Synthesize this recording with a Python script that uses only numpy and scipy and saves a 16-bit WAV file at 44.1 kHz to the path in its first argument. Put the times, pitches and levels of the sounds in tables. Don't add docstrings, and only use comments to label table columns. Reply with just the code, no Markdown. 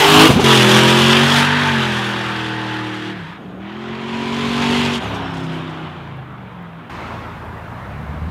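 import sys
import numpy as np
from scipy import signal
from scipy.fft import rfft, irfft, next_fast_len
from scipy.io import wavfile
from scipy.ndimage import uniform_filter1d, map_coordinates

SR = 44100
rng = np.random.default_rng(int(sys.argv[2]) if len(sys.argv) > 2 else 0)


def voltage_ratio(level):
    return 10 ** (np.asarray(level, float) / 20)


def put_to_file(sound):
    columns = np.atleast_2d(sound).T
    safe = np.clip(columns, -1, 1)
    whole_steps = np.round(safe * 32767)
    wavfile.write(sys.argv[1], SR, whole_steps.astype(np.int16))


N = 366030


def unit(x):
    return x / np.sqrt(np.mean(x ** 2) + 1e-20)


def curves(rows):
    s, *cols = np.transpose(rows)
    first, last = max(round(s[0] * SR), 0), min(round(s[-1] * SR), N)
    time_s = np.arange(first, last) / SR
    return slice(first, last), [np.interp(time_s, s, col) for col in cols]


def wobble(size, rate_hz):
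    knots = rng.standard_normal(int(N * rate_hz / SR) + 4)
    return map_coordinates(knots, [np.arange(size) * rate_hz / SR])


def fade(size, ramp_s):
    k = np.arange(size)
    return np.clip(np.minimum(k, size - k) / (ramp_s * SR), 0, 1)


def band(x, spectrum, lo_hz, hi_hz):
    m = next_fast_len(len(x) + 8192)
    hz = np.fft.rfftfreq(m, 1 / SR) + 1
    point_hz, point_db = np.transpose(spectrum)
    colour = voltage_ratio(np.interp(np.log(hz), np.log(point_hz), point_db))
    edges = (1 + (lo_hz / hz) ** 10) * (1 + (hz / hi_hz) ** 10)
    return unit(irfft(rfft(x, m) * colour / np.sqrt(edges), m)[:len(x)])


def orders(rows, strong, turn, weak, later, flutter_db):
    span, (hz, level_db) = curves(rows)
    size = len(hz)
    turns = np.cumsum(hz) / SR
    away = np.clip(np.linspace(-.4, 1.6, size), 0, 1)
    done, marks = np.linspace(0, 1, size), [0, *np.sort(turn)]

    def tone(k):
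        jitter = .0009 * k * (k + 6) * wobble(size, 16)
        return np.sqrt(2) * np.sin(2 * np.pi * (k * turns + rng.random()) + jitter)

    x = np.zeros(size)
    for k, *db in strong:
        x += voltage_ratio(np.interp(done, marks, db) + flutter_db * wobble(size, 21.05)) * tone(k)
    strong_orders = [row[0] for row in strong]
    for (k, db), (_, later_db) in zip(weak, later):
        if k in strong_orders:
            continue
        echo_db = 2.8 * wobble(size, 8) - 6
        x += voltage_ratio(db + away * (later_db - db) + echo_db) * tone(k)
    return span, voltage_ratio(level_db) * x * fade(size, 0.0014), turns


# time in seconds, four-stroke cycle rate in Hz, tone level in dB.
FIRST_GEAR = [(0.0, 48.1, -15.5), (0.11, 51.33, -14), (0.246, 53.4, -6), (0.268, 53.5, -8),
              (0.291, 53.5, -27)]
WHEELSPIN = [(0.425, 44.4, -16), (0.445, 44.9, -12), (0.55, 44.03, -12.5), (0.639, 41.37, -12.5),
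             (0.87, 43.5, -12.5), (1.2, 46.37, -13.5), (1.59, 48.76, -18.5), (1.67, 48.05, -19)]
TYRES_GRIP = [(1.79, 44.64, -18), (1.95, 41.4, -21), (2.15, 40.55, -22.5), (3.0, 38.86, -29.5),
              (3.14, 38.34, -29.5), (3.189, 36.4, -32), (3.24, 30.95, -33), (3.3, 34.4, -38),
              (3.37, 37.2, -41)]
LOADED_PASS = [(3.37, 37.1, -47), (3.42, 39, -40), (3.47, 35.5, -40), (3.56, 37.14, -31),
               (3.814, 44.06, -30), (4.146, 45.82, -27), (4.532, 47.1, -21), (4.74, 47.93, -17.5),
               (4.96, 47.5, -24), (5.001, 45.5, -28)]
COAST_OFF = [(5.03, 36, -26.5), (5.252, 34, -27), (5.37, 33.16, -25.5), (5.607, 32.2, -26),
             (5.77, 31.5, -30), (5.83, 31.96, -30), (5.93, 29.6, -34.5), (6.082, 27.6, -32.5),
             (6.702, 20.9, -37.5), (6.885, 20.1, -43)]
# time in seconds, shaft rate in Hz, tone level in dB.
IDLE = [(6.895, 28.5, -40), (7.66, 27.4, -33.5), (7.94, 35.4, -31), (8.01, 37.7, -27.5), (8.075, 36.7, -36),
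        (8.13, 37.3, -26.5), (8.195, 36.4, -30), (8.25, 39.7, -23.5), (8.3, 41.5, -24)]
# order, dB re tone level at the start, then dB at each turning point.
MAIN_ORDERS = [
    [(3, -12, -6.5, -14.5), (5, -34, -5, -8.5), (6, -13.5, -7, -5), (8, -3, -0.5, -10.5), (9, -1, -32, -11),
     (10, -9, -25, -25), (18, -4, -16, -31), (22, -16, -24, -12)],
    [(3, -17, -11, -11, -9.5, -12.5, -8), (5, -3, -2.5, 0.5, 0.5, -1, 0), (6, -23, -16, -15, -9, -15, -17),
     (8, -12, -6, -7.5, -12, -12, -8), (9, -22, -8.5, -13.5, -9, -14.5, -14),
     (19, -18, -23, -30, -30, -15, -15), (21, -25, -29, -9, -14, -30, -29),
     (22, -26, -27, -14, -14.5, -14.5, -21)],
    [(3, 2, -5.5, -18, -16, -9, -14, -14, -15), (5, -3, -13.5, -1.5, -2.5, -3, -0.5, -7, -11),
     (6, -14, -9, -27, -29, -9, -6, -9, -9), (8, -17, -7, -6.5, -11.5, -12, -15, -6, 1.5),
     (10, -20, -14, -14, -10, -18, -25, -27, -20), (11, -20, -19, -13, -13, -22, -19, -24, -20),
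     (12, -17, -12, -25, -15, -12, -24, -22, -20)],
]
SPIN_ORDERS = [(2, -15, -30, -24, -26, -17, -16, -14, -26, -21, -22, -27, -20),
               (3, -4.5, -5.5, -6, -6.5, -7, -6, -5.5, -7.5, -6, -3, -8, -6.5),
               (5, -3.5, -7.5, -3, -6.5, -3.5, -4.5, -3, -6.5, -8.5, -8, -5, -1),
               (6, -13, -17, -15, -22, -19, -20, -20, -17, -16, -16, -16, -20),
               (8, -8, -7.5, -13, -7, -7.5, -27, -13, -11.5, -5.5, -2, -1.5, -20),
               (9, -6.5, -9.5, -4.5, -10.5, -17.5, -17, -15.5, -11, -24, -12, -4, -18),
               (10, -11, -8.5, -20, -15, -31, -24, -26, -24, -19, -17.5, -16, -20),
               (12, -20, -20.5, -11.5, -13.5, -17, -24, -28, -19, -19, -16.5, -15.5, -24),
               (19, -22, -15, -24, -21, -19, -14, -18, -22, -24, -23, -23, -32),
               (22, -17, -11.5, -20, -9.5, -27, -25, -20, -15, -11, -8.5, -16, -28)]
# order, dB at the start, dB at each of two turning points.
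IDLE_ORDERS = [(2, -4, -13, -2.5), (3, -0.5, -6.5, -11), (4, -3, -5, -6.5), (6, -9, -7, -14.5),
               (8, -8.5, -15.5, -28)]
# order, dB re tone level.
MINOR_ORDERS = [
    [(1, -31), (2, -21.5), (4, -15.5), (7, -16.5), (10, -18.5), (11, -19.5), (12, -9.5), (13, -26),
     (14, -15), (15, -17), (16, -29), (17, -17.5), (18, -21), (19, -13), (20, -18)],
    [(1, -23), (2, -16), (4, -11), (7, -33), (10, -21), (11, -12.5), (12, -19), (13, -16), (14, -14),
     (15, -24.5), (16, -39), (17, -27), (18, -14), (19, -13.5), (20, -24)],
    [(1, -43), (2, -12.5), (4, -11), (7, -38), (10, -20), (11, -23), (12, -21), (13, -41), (14, -23),
     (15, -14), (16, -13), (17, -45), (18, -14), (19, -12.5), (20, -31), (21, -25)],
    [(1, -41), (2, -16), (4, -8.5), (7, -28), (10, -14), (11, -9), (12, -22)],
]
TURNING_POINTS = [
    (0.48, 0.86),
    (.04, .085, .15, .27, .32, .43, .6, .69, .81, .91, .95),
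    (.3, .48, .64, .78, .92),
    (.05, .22, .4, .5, .63, .76, .88),
    (0.58, 0.81),
]


def exhaust():
    x, cycles = np.zeros(N), np.full(N, 40 / SR)
    spin, recede, load, coast = MINOR_ORDERS

    def far(weak):
        return [(k, db - 3) for k, db in weak]

    pulls = [
        (FIRST_GEAR, MAIN_ORDERS[0], TURNING_POINTS[0], spin, spin),
        (WHEELSPIN + TYRES_GRIP, SPIN_ORDERS, TURNING_POINTS[1], spin, recede),
        (LOADED_PASS, MAIN_ORDERS[1], TURNING_POINTS[2], far(load), load),
        (COAST_OFF, MAIN_ORDERS[2], TURNING_POINTS[3], coast, far(coast))]
    for pull in pulls:
        span, x[span], turns = orders(*pull, flutter_db=1.2)
        cycles[span] = np.gradient(turns)
    lope = [(1.5, -11), (2.5, -9), (3.5, -11), (4.5, -11), (5, -10), (7, -17)]
    span, x[span], turns = orders(IDLE, IDLE_ORDERS, TURNING_POINTS[-1], lope, lope, flutter_db=2.5)
    cycles[span] = np.gradient(turns) / 2
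    return x, 8 * np.cumsum(cycles)


# level in dB of one firing at the tail pipe, in firing order.
CYLINDERS_DB = [1, 0, -2.5, -2.5, -5.5, -5.5, -4.5, -2]


def gate(firings, scatter_db, decay):
    k = firings.astype(int)
    phase = firings - k
    scatter = scatter_db * rng.standard_normal(N // 50)[k]
    size = voltage_ratio(np.array(CYLINDERS_DB)[k % len(CYLINDERS_DB)] + scatter)
    return size * np.exp(-decay * phase) * np.minimum(phase / 0.024, 1)


# frequency in Hz, density in dB per Hz.
LAUNCH_COLOUR = [(260, -27), (450, -16), (522, -22), (723, -2.5), (1180, -2.5), (1920, -9), (3040, -2),
                 (4880, -12.5), (15500, -27)]
BURNOUT_COLOUR = [(260, -35), (450, -9), (514, -16), (587, -13), (929, -4), (1730, -5), (2150, -7.5),
                  (2600, -3), (3370, -2), (3750, -6.5), (4100, -11.5), (11200, -29.5), (15500, -40)]
COAST_COLOUR = [(260, -38), (450, -7.5), (733, -0.5), (1450, -3.5), (1860, -9), (3180, -7.5), (3700, -11.5),
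                (4210, -18.5), (8070, -33), (15500, -51)]
PASS_COLOUR = [(260, -39), (450, -9), (755, -7.5), (972, -3.5), (1630, -8.5), (3180, -7.5), (5660, -26.5),
               (6860, -29), (15500, -53)]
STREET_COLOUR = [(260, -31), (450, -4), (642, 0), (744, -0.5), (986, 0.5), (1350, -2.5), (1890, -7.5),
                 (7060, -34), (15500, -61)]
RUMBLE_COLOUR = [(25, -22), (55, -16), (90, -4.5), (180, -2), (300, -4.5), (500, -6)]
# edge in Hz between rumble, roar, rasp and hiss.
EDGES_HZ = [20, 460, 2100, 4200, 15700]
# time in seconds, strength in dB, treble loss (distance, shut throttle) in dB.
LEAVING = [
    [(0.0, -13.5, 8), (0.256, -12, 7.5), (0.285, -16.5, 5)],
    [(0.285, -17.5, 8.5), (0.347, -25, 7), (0.39, -22, 14), (0.44, -23, 9)],
    [(0.44, -19.5, 2.5), (0.47, -16, 5.5), (0.78, -16, 6), (1.28, -18, 8.5), (1.4, -17.5, 5.5),
     (1.48, -19.5, 12), (1.84, -23.5, 11.5), (1.95, -25.5, 11), (2.65, -30, 14), (3.1, -34, 14),
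     (3.15, -37, 17)],
    [(3.15, -36.5, 20), (3.3, -37, 20), (3.38, -38.5, 27)],
    [(3.38, -41, 23), (3.598, -42.5, 31), (3.61, -40, 20)],
]
PASSING = [
    [(3.61, -39, 24), (3.74, -36, 19.3), (4.38, -28.5, 8.3), (4.778, -23.5, 6.6), (4.925, -27, 8.2),
     (4.95, -28, 4.4), (4.98, -30, 6.2), (5.0, -32, 16)],
    [(5.0, -27.5, 19), (5.035, -27.5, 17), (5.22, -29, 21), (5.45, -33.5, 19), (5.55, -32, 16),
     (5.65, -33, 21), (5.82, -34, 22), (5.968, -37, 24), (6.064, -38, 24), (6.27, -38.5, 37),
     (6.875, -39.5, 32), (6.896, -46, 34)],
    [(6.896, -34, 19.5), (7.0, -32, 21.6), (7.142, -31.5, 24), (7.3, -34.5, 26.6), (7.522, -35, 33.4),
     (7.9, -35.5, 29), (8.28, -36, 29.4), (8.3, -38, 20)],
]


def flow(firings):
    x = np.zeros(N)
    puffs = unit(gate(firings, scatter_db=2.5, decay=1.1))
    gusts = wobble(N, 11) + 0.86 * wobble(N, 35)
    colours = [LAUNCH_COLOUR, LAUNCH_COLOUR, BURNOUT_COLOUR, BURNOUT_COLOUR, COAST_COLOUR,
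               PASS_COLOUR, COAST_COLOUR, STREET_COLOUR]
    loads = [.8, .4, .85, .6, .3, .75, .4, .2]
    rumbles_db = [-9.5, 7, -12.5, -2, 6, -5, -2.5, -3.5]
    chops = [.15, .2, .42, .52]
    high = signal.butter(2, 9000, "high", fs=SR, output="sos")
    for rows, colour, load, rumble_db in zip([*LEAVING, *PASSING], colours, loads, rumbles_db):
        span, (roar_db, loss_db) = curves(rows)
        size = len(roar_db)
        rasp_db = 3 - 0.49 * loss_db
        levels_db = [roar_db + rumble_db, roar_db, roar_db + rasp_db, roar_db - loss_db]
        top_db = .6 * (loss_db.mean() - loss_db)
        for db, lo_hz, hi_hz, chop in zip(levels_db, EDGES_HZ, EDGES_HZ[1:], chops):
            share = np.clip(chop * load, 0, 1)
            chopped = 1 - share + share * puffs[span]
            gas = rng.standard_normal(size) * chopped * voltage_ratio(1.6 * share * gusts[span])
            layer = band(gas, RUMBLE_COLOUR if lo_hz < 100 else colour, lo_hz, hi_hz)
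            top = signal.sosfiltfilt(high, layer)
            layer = layer + (voltage_ratio(top_db) - 1) * top
            x[span] += voltage_ratio(db) * layer * np.sqrt(fade(size, 0.0011))
    return x


def patchy(x, patchy_db):
    z = signal.stft(x, nperseg=1024)[2]
    field = rng.standard_normal(z.shape)
    for axis in (0, 1):
        field = uniform_filter1d(field, size=5, axis=axis)
    y = signal.istft(z * voltage_ratio(patchy_db * unit(field)), nperseg=1024)[1][:N]
    return y * np.std(x) / np.std(y)


# start in seconds, peak in dB, thump in Hz, crack in dB.
GEAR_POPS = [(0.301, 4.5, 122, -11.5), (0.396, -2, 385, -7.5), (0.412, -5, 374, -16),
             (5.029, -14, 110.6, -17), (5.139, -12, 172, -13), (5.335, -19, 159, -10),
             (5.365, -20, 163, -8), (5.395, -23, 164, -10), (5.432, -19, 166, -10),
             (5.529, -29, 166.3, -11), (5.69, -25, 159.4, -12), (6.513, -34, 169.6, -17)]
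# start in seconds, peak in dB, thump in Hz.
BURBLE = [(3.225, -22, 150), (3.295, -23, 165), (3.355, -23, 175), (3.41, -25, 190), (3.476, -23, 170)]
IDLE_LUMPS = [(7.959, -17, 72.7), (8, -19, 75.4), (8.033, -11.5, 164), (8.089, -12, 91.5),
              (8.139, -15, 180), (8.169, -12, 70.4), (8.218, -12, 75.4), (8.259, -16, 91.5)]


def pops():
    x, t = np.zeros(N + SR), np.arange(SR // 5) / SR
    soften = signal.windows.gaussian(M=9, std=1.3) / 3
    soft_pops = [(*row, -60) for row in IDLE_LUMPS + BURBLE]
    for s, db, hz, crack_db in [*GEAR_POPS, *soft_pops]:
        thump = np.sin(2 * np.pi * hz * t) * voltage_ratio(-60 * t / 0.051) * (1 - np.exp(-t / 0.0018))
        puff = np.convolve(rng.standard_normal(len(t)), soften, "same")
        puff *= voltage_ratio(crack_db + 3.5 - 60 * t / 0.12) * (1 - np.exp(-t / 0.008))
        cough = signal.lfilter(np.hanning(40) / 20, 1, rng.standard_normal(len(t)))
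        cough *= voltage_ratio(crack_db / 4 + 7 - 60 * t / .09)
        x[round(s * SR):][:len(t)] += voltage_ratio(db - 3.5) * (thump + puff + cough)
    return x[:N]


def whine(rows, partials, wander, flutter_db):
    x = np.zeros(N)
    span, (hz, db) = curves(rows)
    size = len(hz)
    turns = np.cumsum(hz * (1 + wander * wobble(size, 160))) / SR
    tone = np.zeros(size)
    for k, level_db in partials:
        tone += voltage_ratio(level_db + flutter_db * wobble(size, 37.9)) * np.sin(2 * np.pi * k * turns)
    x[span] = voltage_ratio(db) * tone * fade(size, 0.0091)
    return x


# time in seconds, frequency in Hz, level in dB.
TURBO_WHISTLE = [
    [(.32, 6400, -46), (.36, 6000, -42), (.4, 6050, -40), (.44, 5900, -38)],
    [(3.4, 6600, -76), (3.5, 6850, -70), (3.62, 6500, -76), (4., 6850, -64), (4.35, 7050, -56),
     (4.6, 7050, -50), (4.85, 7100, -49), (4.97, 7100, -52)],
    [(5., 7200, -52), (5.04, 6700, -48), (5.1, 5950, -48), (5.18, 5480, -49), (5.33, 5320, -52),
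     (5.45, 5280, -57), (5.55, 5250, -66)],
]
UPPER_WHISTLE = [
    (5.02, 13700, -63),
    (5.08, 12900, -61),
    (5.15, 12000, -62),
    (5.24, 11100, -68),
]


def turbo():
    blades = [(.985, -9), (1, -4.5), (1.015, -9)]
    x = sum(whine(rows, blades, wander=.009, flutter_db=4.5) for rows in TURBO_WHISTLE)
    return x + whine(UPPER_WHISTLE, blades, wander=.011, flutter_db=4.5)


# time in seconds, frequency in Hz, level in dB.
CATCH = [
    (.33, 120, -22),
    (.352, 140, -16),
    (.368, 205, -11),
    (.384, 265, -15),
    (.395, 300, -24),
]


def catch():
    return whine(CATCH, [(1, .1), (2, -10), (3, -12), (4, -14)], wander=.03, flutter_db=3)


# time in seconds, frequency in Hz, level in dB.
SQUEAL = [
    [(.385, 780, -24), (.397, 850, -15), (.41, 870, -22)],
    [(1.32, 900, -38), (1.43, 905, -28), (1.62, 912, -30), (1.75, 875, -28), (1.9, 850, -36)],
]
LIFT_CHIRP = [
    (4.93, 3025, -42),
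    (4.95, 2997, -27),
    (4.975, 2970, -45),
]
# time in seconds, level in dB.
SCRUB = [
    (.9, -33),
    (1.5, -20.5),
    (2.1, -29.5),
    (2.7, -31),
    (3.3, -40),
]
# frequency in Hz, density in dB per Hz.
RUBBER_COLOUR = [(1200, -30), (1520, -3), (1800, -4.5), (2200, -15.5)]


def tyres():
    x = sum(whine(rows, [(1, 1.5)], wander=.015, flutter_db=3) for rows in SQUEAL)
    x += whine(LIFT_CHIRP, [(.93, -3), (1, 1.5), (1.08, -3)], wander=.05, flutter_db=3)
    span, (db,) = curves(SCRUB)
    size = len(db)
    tread = band(rng.standard_normal(size), RUBBER_COLOUR, 1200, 3750)
    x[span] += voltage_ratio(db + 0.81 * wobble(size, 24.8)) * tread * fade(size, 0.041)
    return x


# time in seconds, frequency in Hz, level in dB.
SECOND_TRUCK = [
    (4.25, 75.4, -53),
    (4.6, 75.36, -42),
    (5.0, 73.4, -39),
    (5.4, 70.3, -44),
]


def second_truck():
    return whine(SECOND_TRUCK, [(1, 3), (2, -6)], wander=.02, flutter_db=2)


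# start in seconds, peak in dB.
GRIT_TICKS = [
    (6.1699, -47),
    (6.3244, -55),
    (6.6268, -48),
]


def grit():
    x, t = np.zeros(N), np.arange(SR // 5) / SR
    for s, db in GRIT_TICKS:
        tick = np.diff(rng.standard_normal(len(t) + 1))
        x[round(s * SR):][:len(t)] += voltage_ratio(db - 3 - 60 * t / .004) * tick
    return x


def scene():
    tones, firings = exhaust()
    gas = patchy(flow(firings), patchy_db=1.5)
    truck = tones + gas + pops() + turbo() + catch() + tyres()
    return (truck + second_truck() + grit())[None]


def top_cut(x):
    return signal.sosfilt(signal.butter(12, 15630, fs=SR, output="sos"), x)


# frequency in Hz, density in dB per Hz.
SELF_NOISE_COLOUR = [(300, 0), (4000, -8), (9000, -14.5), (15500, -14)]


def record(dry):
    x = signal.sosfilt(signal.butter(3, 50, "high", fs=SR, output="sos"), dry)
    last_take = np.arange(N) > 6.896 * SR
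    hiss_db = -64 + 7.5 * last_take
    x = x + voltage_ratio(hiss_db) * band(rng.standard_normal(N), SELF_NOISE_COLOUR, 300, 15700)
    x = x / (1 + np.abs(x) ** 30) ** (1 / 30)
    return top_cut(x)


dry = scene()
out = record(dry)
put_to_file(out)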